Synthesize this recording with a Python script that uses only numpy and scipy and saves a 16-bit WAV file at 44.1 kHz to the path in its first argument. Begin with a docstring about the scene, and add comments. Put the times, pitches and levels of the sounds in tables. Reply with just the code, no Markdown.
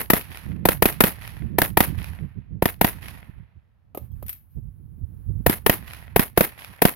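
"""Quick strings of rifle shots crack across an open range, left of a small camera.
Each blast overloads the microphone, slaps back off the target boards, scatters from the earth bank
and rolls back from a far tree line. Gusts buffet the microphone ports throughout, over faint open air.
Midway the firing pauses for a magazine change: knocks, snaps, ringing steel and sliding friction.
A thin high hiss comes in with the pause and swells into the next string."""
import sys
import numpy as np
from scipy import signal
from scipy.fft import rfft, irfft
from scipy.io import wavfile
from scipy.ndimage import uniform_filter1d

SR = 44100
rng = np.random.default_rng(int(sys.argv[2]) if len(sys.argv) > 2 else 0)


def int16_out(signal):
    """Quantize to a 16-bit WAV file."""
    q = np.round(np.clip(np.atleast_2d(signal).T, -1, 1) * 32767)
    wavfile.write(sys.argv[1], SR, q.astype(np.int16))


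N = 306495
TIME = np.arange(N) / SR
AGE = TIME[:int(1.8 * SR)]  # seconds since a shot or a contact
TOP_HZ = 15850  # the recorder's treble limit

# The shots, the first already dying away.
# Each row: start in seconds, level in dB, gas against that level in dB, slap level in dB.
SHOTS = [(-.06, 0, 1, 11), (0.1006, -0.5, 8, -2.5), (0.6537, 6, -4, -2), (0.8224, 5, 1.5, -1),
         (1.0047, 3.5, 6, -0.5), (1.584, 3, -1, -2), (1.7714, 4.5, 1.5, 1), (2.6227, 4, -10.5, -5.5),
         (2.8118, 4.5, -1, -3.5), (5.4632, 3.5, 0, -6.5), (5.6626, 1.5, 3, -0.5), (6.1607, 4, 0, -3.5),
         (6.3744, 6.5, -1.5, -2), (6.8187, 1, 5, 1)]
# Tone of the gas roar and its crack off the boards. Each row: frequency in Hz, relative level in dB.
BLAST_TONE = [(60, -6.5), (170, 6), (400, 6), (850, -2.5), (1300, -4), (2100, -6), (3500, -13),
              (6000, -20.5), (8300, -23.5), (10500, -11), (12700, -6.5), (15800, -13)]


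def undb(db):
    """Decibels to gain."""
    return 10 ** (np.asarray(db) / 20)


def pan(db):
    """Left and right gains for a level difference, left minus right."""
    return undb(np.array([[db], [-db]]).reshape(2, -1) / 2)


def colour(x, points, size=4096):
    """Causal filter through (Hz, dB) points that keeps the power of white noise."""
    hz, db = np.transpose(points)
    f = np.maximum(np.fft.rfftfreq(size, 1 / SR), 1)
    gain = undb(np.interp(np.log(f), np.log(hz), db)) / np.sqrt(1 + (f / TOP_HZ) ** 40)
    cepstrum = irfft(np.log(gain / np.sqrt(np.mean(gain ** 2))))
    cepstrum[1:size // 2] *= 2  # minimum phase keeps attacks sharp
    cepstrum[size // 2 + 1:] = 0
    impulse = irfft(np.exp(rfft(cepstrum)))
    return signal.fftconvolve(x, impulse[None], axes=1)[:, :x.shape[1]]


def lowpass(x, hz):
    """Gentle two-pole low-pass."""
    return signal.sosfilt(signal.butter(2, hz, fs=SR, output="sos"), x)


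def noise(count, alike=0.):
    """Stereo noise with the share `alike` of its power common to both ports."""
    apart = rng.standard_normal((2, count))
    return np.sqrt(1 - alike) * apart + np.sqrt(alike) * rng.standard_normal(count)


def blend(same, fresh, steady):
    """Mix a part that repeats on every shot, the share `steady` of the power, with a fresh part."""
    return np.sqrt(steady) * same + np.sqrt(1 - steady) * fresh


def add(out, start, x):
    """Mix a sound in at a start time in seconds."""
    i = int(round(start * SR))
    x, i = x[:, max(-i, 0):], max(i, 0)
    out[:, i:i + x.shape[1]] += x[:, :max(N - i, 0)]


def burst(t, rise, hold, decay):
    """Envelope that rises, holds until `hold` seconds and dies exponentially."""
    return np.clip(t / rise, 0, 1) * np.exp(-np.maximum(t - hold, 0) / decay)


def ringing(modes, t):
    """Struck modes (Hz, t60 s, dB) dying away."""
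    return sum(undb(db) * np.sin(2 * np.pi * hz * t) * np.exp(-np.log(1000) * t / t60)
               for hz, t60, db in modes)


def shock(t, length):
    """Blast wave: a pressure jump that falls through zero into a longer suction."""
    u = np.maximum(t, 0) / length
    return (t > 0) * (1 - u) * np.exp(-u)


def muzzle(jet, gas_db):
    """The shock and its ground bounce ring the camera; gas roars for milliseconds and sizzles on."""
    # The camera's ring. Each row: frequency in Hz, t60 in seconds, level in dB.
    camera_modes = [(191, 0.059, -14.5), (325, 0.061, -26), (450, 0.012, -28), (694, 0.021, -15),
                    (936, 0.014, -19), (2070, 0.026, -34)]
    # Bright fizz trailing the blast. Each row: frequency in Hz, relative level in dB.
    sizzle_tone = [(300, -35.5), (2500, -24.5), (6000, -25), (8500, -20), (10500, -4.5), (12800, 1.5),
                   (15800, -5)]
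    bounce_s = .0023
    t = AGE[:jet.shape[1]]
    at_ports = t - np.array([[.0001], [0]])  # the shock meets the left port a hair later
    length = 0.001 * np.exp(0.087 * rng.standard_normal())
    wave = undb(-2) * shock(at_ports, length) + undb(5.5) * shock(at_ports - bounce_s, length * 0.83)
    roar = colour(jet * burst(t, rise=0.0021, hold=0.0044, decay=.0032), BLAST_TONE)
    sizzle = colour(noise(len(t)) * burst(t, rise=0.00013, hold=0.0037, decay=0.01), sizzle_tone)
    gas = undb(-10) * roar + undb(-18) * sizzle
    return ringing(camera_modes, t) - lowpass(wave, 1200) + undb(gas_db) * gas


def scatterers(alike, lumpy_db, grain_s=.003):
    """Countless small reflections, clumped into stronger and weaker patches."""
    knots = np.arange(0, AGE[-1], grain_s)
    patches = undb(lumpy_db * np.interp(AGE, knots, rng.standard_normal(len(knots))))
    return noise(len(AGE), alike) * patches / np.sqrt(np.mean(patches ** 2))


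def echo_envelope(echoes):
    """Strength against delay of broad echoes that each rise, hold and die."""
    return np.sqrt(sum((undb(db) * burst(AGE - delay, rise, hold, decay)) ** 2
                       for delay, rise, hold, decay, db in echoes))


def earth_bank():
    """The bank scatters every shot along the same paths; moving air reshuffles a part of them."""
    # Echoes of grass, bank and scrub. Each row: delay, rise, hold and decay in seconds, level in dB.
    echoes = [(.003, 0.0012, 0.0025, 0.009, -25), (.014, 0.0034, 0.02, 0.017, -30),
              (.034, .004, 0.042, .011, -24), (.08, .02, 0.0091, 0.021, -31)]
    # Tone of the scatter. Each row: frequency in Hz, relative level in dB.
    bank_tone = [(60, -5.5), (190, 5), (450, -0.5), (850, -2), (1350, -5), (2100, -8.5), (3400, -12.5),
                 (4700, -16), (6300, -19.5), (8300, -21), (10500, -2.5), (12700, 0), (15800, -7)]
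    out, envelope = np.zeros((2, N)), echo_envelope(echoes)
    paths = scatterers(alike=.1, lumpy_db=4.5, grain_s=.0015)
    for start, db, gas_db, _ in SHOTS:
        scatter = blend(paths, scatterers(alike=.1, lumpy_db=4), steady=.45)
        add(out, start, undb((db + gas_db) / 2) * envelope * scatter)
    return colour(out, bank_tone) * pan(-.3)


def board_slap(count):
    """The target boards return the blast: a crack, then a heavy thump."""
    thump_hz, thump_lag_s, thump_decay_s = 205, 0.0019, 0.0025
    t = AGE[:count]
    length = 0.00088 * np.exp(0.18 * rng.standard_normal())
    wave = lowpass(shock(t, length), 420)
    late = np.maximum(t - thump_lag_s, 0)
    thump = np.sin(2 * np.pi * thump_hz * late) * np.exp(-late / thump_decay_s)
    crack = noise(count, alike=0.05) * burst(t, rise=0.00039, hold=0.0029, decay=0.0031)
    return (undb(-2) * thump - undb(2) * wave) * pan(-2.5) + undb(-2) * colour(crack, BLAST_TONE)


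def trunks_and_posts():
    """Lone trunks and posts each send back a short rough copy, duller from some than from others."""
    # Each row: delay in seconds, level in dB, left minus right in dB, treble edge in Hz.
    reflectors = [(0.0577, -20.5, 1, 3058), (.066, -17.5, 0.5, 2482), (0.076, -21.5, -0.5, 2530),
                  (0.119, -38.5, -1.5, 5004), (0.216, -31, -2.5, 3000), (0.246, -30.5, 4.5, 3932),
                  (0.272, -28, 4.5, 14100), (0.363, -35, 5.5, 2859), (0.417, -33, 4.5, 3080)]
    out = np.zeros((2, len(AGE)))
    for delay, db, pan_db, edge_hz in reflectors:
        copy = noise(len(AGE), alike=0.058) * burst(AGE - delay, rise=0.00012, hold=0.001, decay=0.001)
        out += undb(db) * pan(pan_db) * lowpass(copy, edge_hz)
    return out


def tree_line():
    """Each shot rolls back from the far trees; air takes the treble from the longer paths."""
    # Echoes of field, tree line and woods. 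Each row: delay, rise, hold and decay in seconds, level in dB.
    echoes = [(.05, 0.055, 0.059, 0.089, -61), (.197, 0.016, 0.11, 0.14, -45), (.53, .08, .09, .22, -69)]
    # Tone of the roll. Each row: frequency in Hz, relative level in dB.
    tree_tone = [(80, -2.5), (400, -7), (1000, -3), (1400, -3.5), (2300, -2.5), (3400, -7), (4700, -10.5),
                 (8000, -24), (11000, -3.5), (13000, -9.5), (15800, -16.5)]
    follow = 0.13  # dB of far echo gained per dB of muzzle gas
    out, envelope = np.zeros((2, N)), echo_envelope(echoes)
    lone_echoes = trunks_and_posts()
    paths = scatterers(alike=.14, lumpy_db=3.5, grain_s=.005)
    bright = np.exp(-np.maximum(AGE - .28, 0) / 0.19)
    for start, db, gas_db, _ in SHOTS:
        scatter = blend(paths, scatterers(alike=.1, lumpy_db=3.5), steady=0.23)
        roll = lone_echoes + envelope * scatter
        darkening_roll = bright * roll + (1 - bright) * lowpass(roll, 2900)
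        add(out, start, undb(follow * (db + gas_db)) * darkening_roll)
    return colour(out, tree_tone) * pan(-5)


def shade(x):
    """The port on the shooter's side hears more treble, the other more boom."""
    # Each row: frequency in Hz, left minus right in dB.
    balance = [(100, -4.5), (300, -3), (800, -9), (1400, -1.5), (2200, 1), (4500, 8.5), (8000, -1),
               (13000, 4.5)]
    hz, db = np.transpose(balance)
    f = np.maximum(np.fft.rfftfreq(N, 1 / SR), 1)
    return irfft(rfft(x) * pan(np.interp(np.log(f), np.log(hz), db)), N)


def housing(x):
    """The camera's housing adds narrow resonances to the gunfire."""
    # Each row: frequency in Hz, width in Hz, level in dB.
    resonances = [(709, 54, -8.5), (932, 52, -6.5), (1530, 23, -17), (1870, 270, -2.5), (2174, 17, -6.5),
                  (2540, 200, -7), (2965, 37, -12.5)]
    return x + sum(undb(db) * signal.lfilter(*signal.iirpeak(hz, hz / width, fs=SR), x)
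                   for hz, width, db in resonances)


def rifle(count=4000):
    """Every muzzle blast with its slap, the bank's scatter and the roll from the trees."""
    slap_delay_s = .0332
    near = np.zeros((2, N))
    common_jet = noise(count, alike=0.055)
    for start, db, gas_db, slap_db in SHOTS:
        jet = blend(common_jet, noise(count, alike=.15), steady=.3)
        add(near, start, undb(db) * muzzle(jet, gas_db))
        add(near, start + slap_delay_s, undb(slap_db) * board_slap(count))
    return shade(near) + earth_bank() + tree_line()


def flutter(hz, depth_db):
    """Gain that wavers at random, mostly slower than `hz`."""
    wander = lowpass(noise(N), hz)
    return undb(depth_db * wander / wander.std())


def turbulence(tone, alike):
    """Coloured stereo noise of even strength."""
    x = colour(noise(N, alike), tone)
    return x / np.sqrt(uniform_filter1d(x ** 2, 1500, axis=1) + 1e-9)


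def wind():
    """Breeze and buffets rumble on the right port and shed fluttering eddies; the left is in the lee."""
    # The breeze on the windward port. Each row: time in seconds, level in dB.
    breeze = [(0, -40.5), (0.4, -43), (0.6, -44), (1.2, -39), (1.9, -33), (2.45, -45.5), (2.95, -37.5),
              (3.45, -57.5), (3.8, -60), (4.15, -41.5), (4.42, -54), (4.85, -40), (5.4, -36.5), (5.9, -41),
              (6.6, -50), (6.95, -61)]
    # Each row: peak time in seconds, length in seconds, rumble in dB, eddies against rumble in dB.
    buffets = [(0.308, 0.024, -36, -4), (0.502, 0.059, -28.0, 0.5), (0.582, 0.15, -34, 4.5),
               (0.759, 0.14, -33, -2.0), (0.997, 0.16, -42.5, 4), (1.356, 0.029, -41, 6),
               (1.441, 0.058, -27, 0), (1.55, 0.083, -33, 5), (1.72, 0.054, -32.5, 0),
               (1.9, 0.057, -30.5, 3.5), (1.982, 0.06, -23.5, -9), (2.108, 0.055, -29, -9),
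               (2.228, 0.049, -29, 0), (2.384, 0.034, -31.5, -0.5), (2.544, 0.058, -29, -3),
               (2.964, 0.024, -39.5, 1.5), (3.107, 0.18, -41, -4), (3.295, 0.017, -38, -4),
               (3.392, 0.079, -38, -14), (3.574, 0.023, -39, -13.5), (4.03, 0.036, -32.5, -10),
               (4.142, 0.062, -30.5, -16), (4.242, 0.067, -33, -14), (4.575, 0.026, -25, -9.5),
               (4.657, 0.074, -31.5, -15), (5.032, 0.027, -22.5, -18), (5.296, 0.04, -20.5, -10.5),
               (5.365, 0.076, -24.0, -15), (5.405, 0.0091, -25, -3), (5.476, 0.017, -13.5, -11),
               (5.805, 0.063, -44, 3), (6.134, 0.09, -38.5, -9), (6.706, 0.048, -43, -6)]
    # Tones of the deep rumble and the smaller eddies. Each row: frequency in Hz, relative level in dB.
    rumble_tone = [(20, -17), (40, -5.5), (65, 3), (100, 2), (150, -8), (250, -34.5), (500, -52.5),
                   (1500, -78.5), (6000, -110)]
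    eddy_tone = [(60, -14.5), (130, 0.5), (190, 0), (280, -12), (420, -21.5), (800, -44), (2500, -69),
                 (7000, -105)]
    breeze_eddy_db, lee_db, lee_follow = -9.5, -28, .63
    power = undb(np.interp(TIME, *np.transpose(breeze))) ** 2
    eddy_power = power * undb(breeze_eddy_db) ** 2
    for peak, length, db, eddy_db in buffets:
        buffet = undb(db) ** 2 * np.exp(-(2 * (TIME - peak) / length) ** 2)
        power += buffet
        eddy_power += buffet * undb(eddy_db) ** 2
    eddy_gain = flutter(hz=20, depth_db=2.5) * np.sqrt(eddy_power / power)
    rumble = undb(1.26) * turbulence(rumble_tone, alike=0.13)
    eddies = undb(0.2) * turbulence(eddy_tone, alike=0) * eddy_gain
    right_db = 10 * np.log10(power)
    left_db = lee_db + lee_follow * right_db
    return (rumble + eddies) * undb([left_db, right_db])


def open_air():
    """Faint open air, joined in the pause by a thin high hiss; both swell into the next string."""
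    # Tones of the air and the hiss. Each row: frequency in Hz, relative level in dB.
    air_tone = [(240, -3), (450, 4), (800, 3.5), (1600, -2.5), (2100, -6.5), (4000, -15.5), (8000, -28),
                (11000, -19.5), (15800, -23)]
    hiss_tone = [(3000, -28), (7000, -22), (9300, -30), (10400, 4.5), (11000, 2), (11700, -6), (13000, -1),
                 (15200, 0.5), (15800, 4)]
    hiss_start_s, hiss_end_s, swell_start_s, swell_rise_s = 3.96, 6, 4.95, 0.69
    hiss_gate = burst(TIME - hiss_start_s, rise=.05, hold=hiss_end_s - hiss_start_s, decay=.05)
    swell = hiss_gate * np.clip((TIME - swell_start_s) / swell_rise_s, 0, 1)
    air = (undb(-76.5) + undb(-70.5) * swell) * colour(noise(N, alike=.2), air_tone)
    hiss = (undb(-74.5) * hiss_gate + undb(-68.5) * swell) * colour(noise(N), hiss_tone)
    return air + hiss


def magazine_change(count=26000):
    """Each contact knocks the rifle's hollow body, snaps and rings its steel; ground and trees answer."""
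    # Each row: start in seconds, then dull knock, snap, steel ring and left minus right, all in dB.
    contacts = [(3.948, -27.5, -36, -66, 0.5), (3.974, -28, -32.5, -65, -1), (4.118, -64, -68, -60.5, 2.5),
                (4.226, -39, -39.5, -62, -2.5), (4.264, -60, -39, -54, 8), (4.282, -56, -31.5, -46, 2),
                (4.293, -46, -23, -42, 1.5), (4.328, -63, -33, -52, 0)]
    # Modes of the hollow body and the steel. Each row: frequency in Hz, t60 in seconds, level in dB.
    body_modes = [(359, 0.026, -3.5), (578, 0.028, 5), (764, 0.016, -20), (1247, 0.092, -10.5),
                  (2260, 0.0084, -39)]
    steel_modes = [(3300, .04, -7), (5680, .12, -14), (13100, .17, -5), (14400, 0.25, 3), (15100, .1, -11)]
    # Tones of the knock and the snap. Each row: frequency in Hz, relative level in dB.
    knock_tone = [(100, -12), (350, 10.5), (600, 9), (1200, -4.5), (1700, -31), (2400, -15.5), (5000, -44),
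                  (9000, -44)]
    snap_tone = [(300, -29), (2200, -7.5), (5000, -15.5), (8000, -21), (10500, -6), (13000, 8.5),
                 (15800, -6)]
    out, t = np.zeros((2, N)), AGE[:count]
    body = ringing(body_modes, t)
    thud = burst(t, rise=0.00026, hold=0.00072, decay=0.0016) + undb(-25) * np.exp(-t / 0.033)
    ground_tail = undb(-22.5) * burst(t, rise=.005, hold=0.036, decay=0.035)
    tree_tail = undb(-47) * burst(t - .2, rise=.02, hold=0.0474, decay=.08)
    click = burst(t, rise=0.00018, hold=0.0012, decay=0.0053) + ground_tail + tree_tail
    for start, knock_db, snap_db, ring_db, pan_db in contacts:
        knock = undb(4) * colour(noise(count, alike=0.7) * thud, knock_tone) + undb(-8.5) * body
        snap = colour(noise(count, alike=0.1) * click, snap_tone)
        ring = ringing(steel_modes, t + 0.0015 * rng.random((2, 1)))  # its own phase at each port
        contact = undb(knock_db) * knock + undb(snap_db) * snap + undb(ring_db) * ring
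        add(out, start, contact * pan(pan_db))
    return out


def rubbing():
    """Hand and magazine slide along the rifle with short, grainy friction."""
    # Each row: start in seconds, length in seconds, level in dB.
    slides = [(4.012, .045, -64), (4.15, 0.096, -68)]
    # Tone of the friction. Each row: frequency in Hz, relative level in dB.
    rub_tone = [(400, 0), (1500, 1), (3200, -10), (7000, -25), (11000, 0), (14000, -3), (15800, -7)]
    grain = flutter(hz=150, depth_db=3)
    pressure = sum(undb(db) * burst(TIME - start, rise=.01, hold=length, decay=0.02)
                   for start, length, db in slides)
    return colour(noise(N) * grain * pressure, rub_tone)


def scene():
    """Gunfire, wind, open air and the magazine change, as they reach the microphone."""
    return undb(-2.5) * housing(rifle()) + wind() + open_air() + magazine_change() + rubbing()


def record(dry):
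    """The microphone drops the deepest bass and saturates on the blasts; the recorder cuts the top."""
    low_hz, ceiling = 28, .86
    trimmed = signal.sosfilt(signal.butter(2, low_hz, "high", fs=SR, output="sos"), dry)
    saturated = ceiling * np.tanh(trimmed / ceiling)
    return signal.sosfiltfilt(signal.ellip(8, .1, 50, TOP_HZ, fs=SR, output="sos"), saturated)


dry = scene()
out = record(dry)
int16_out(out)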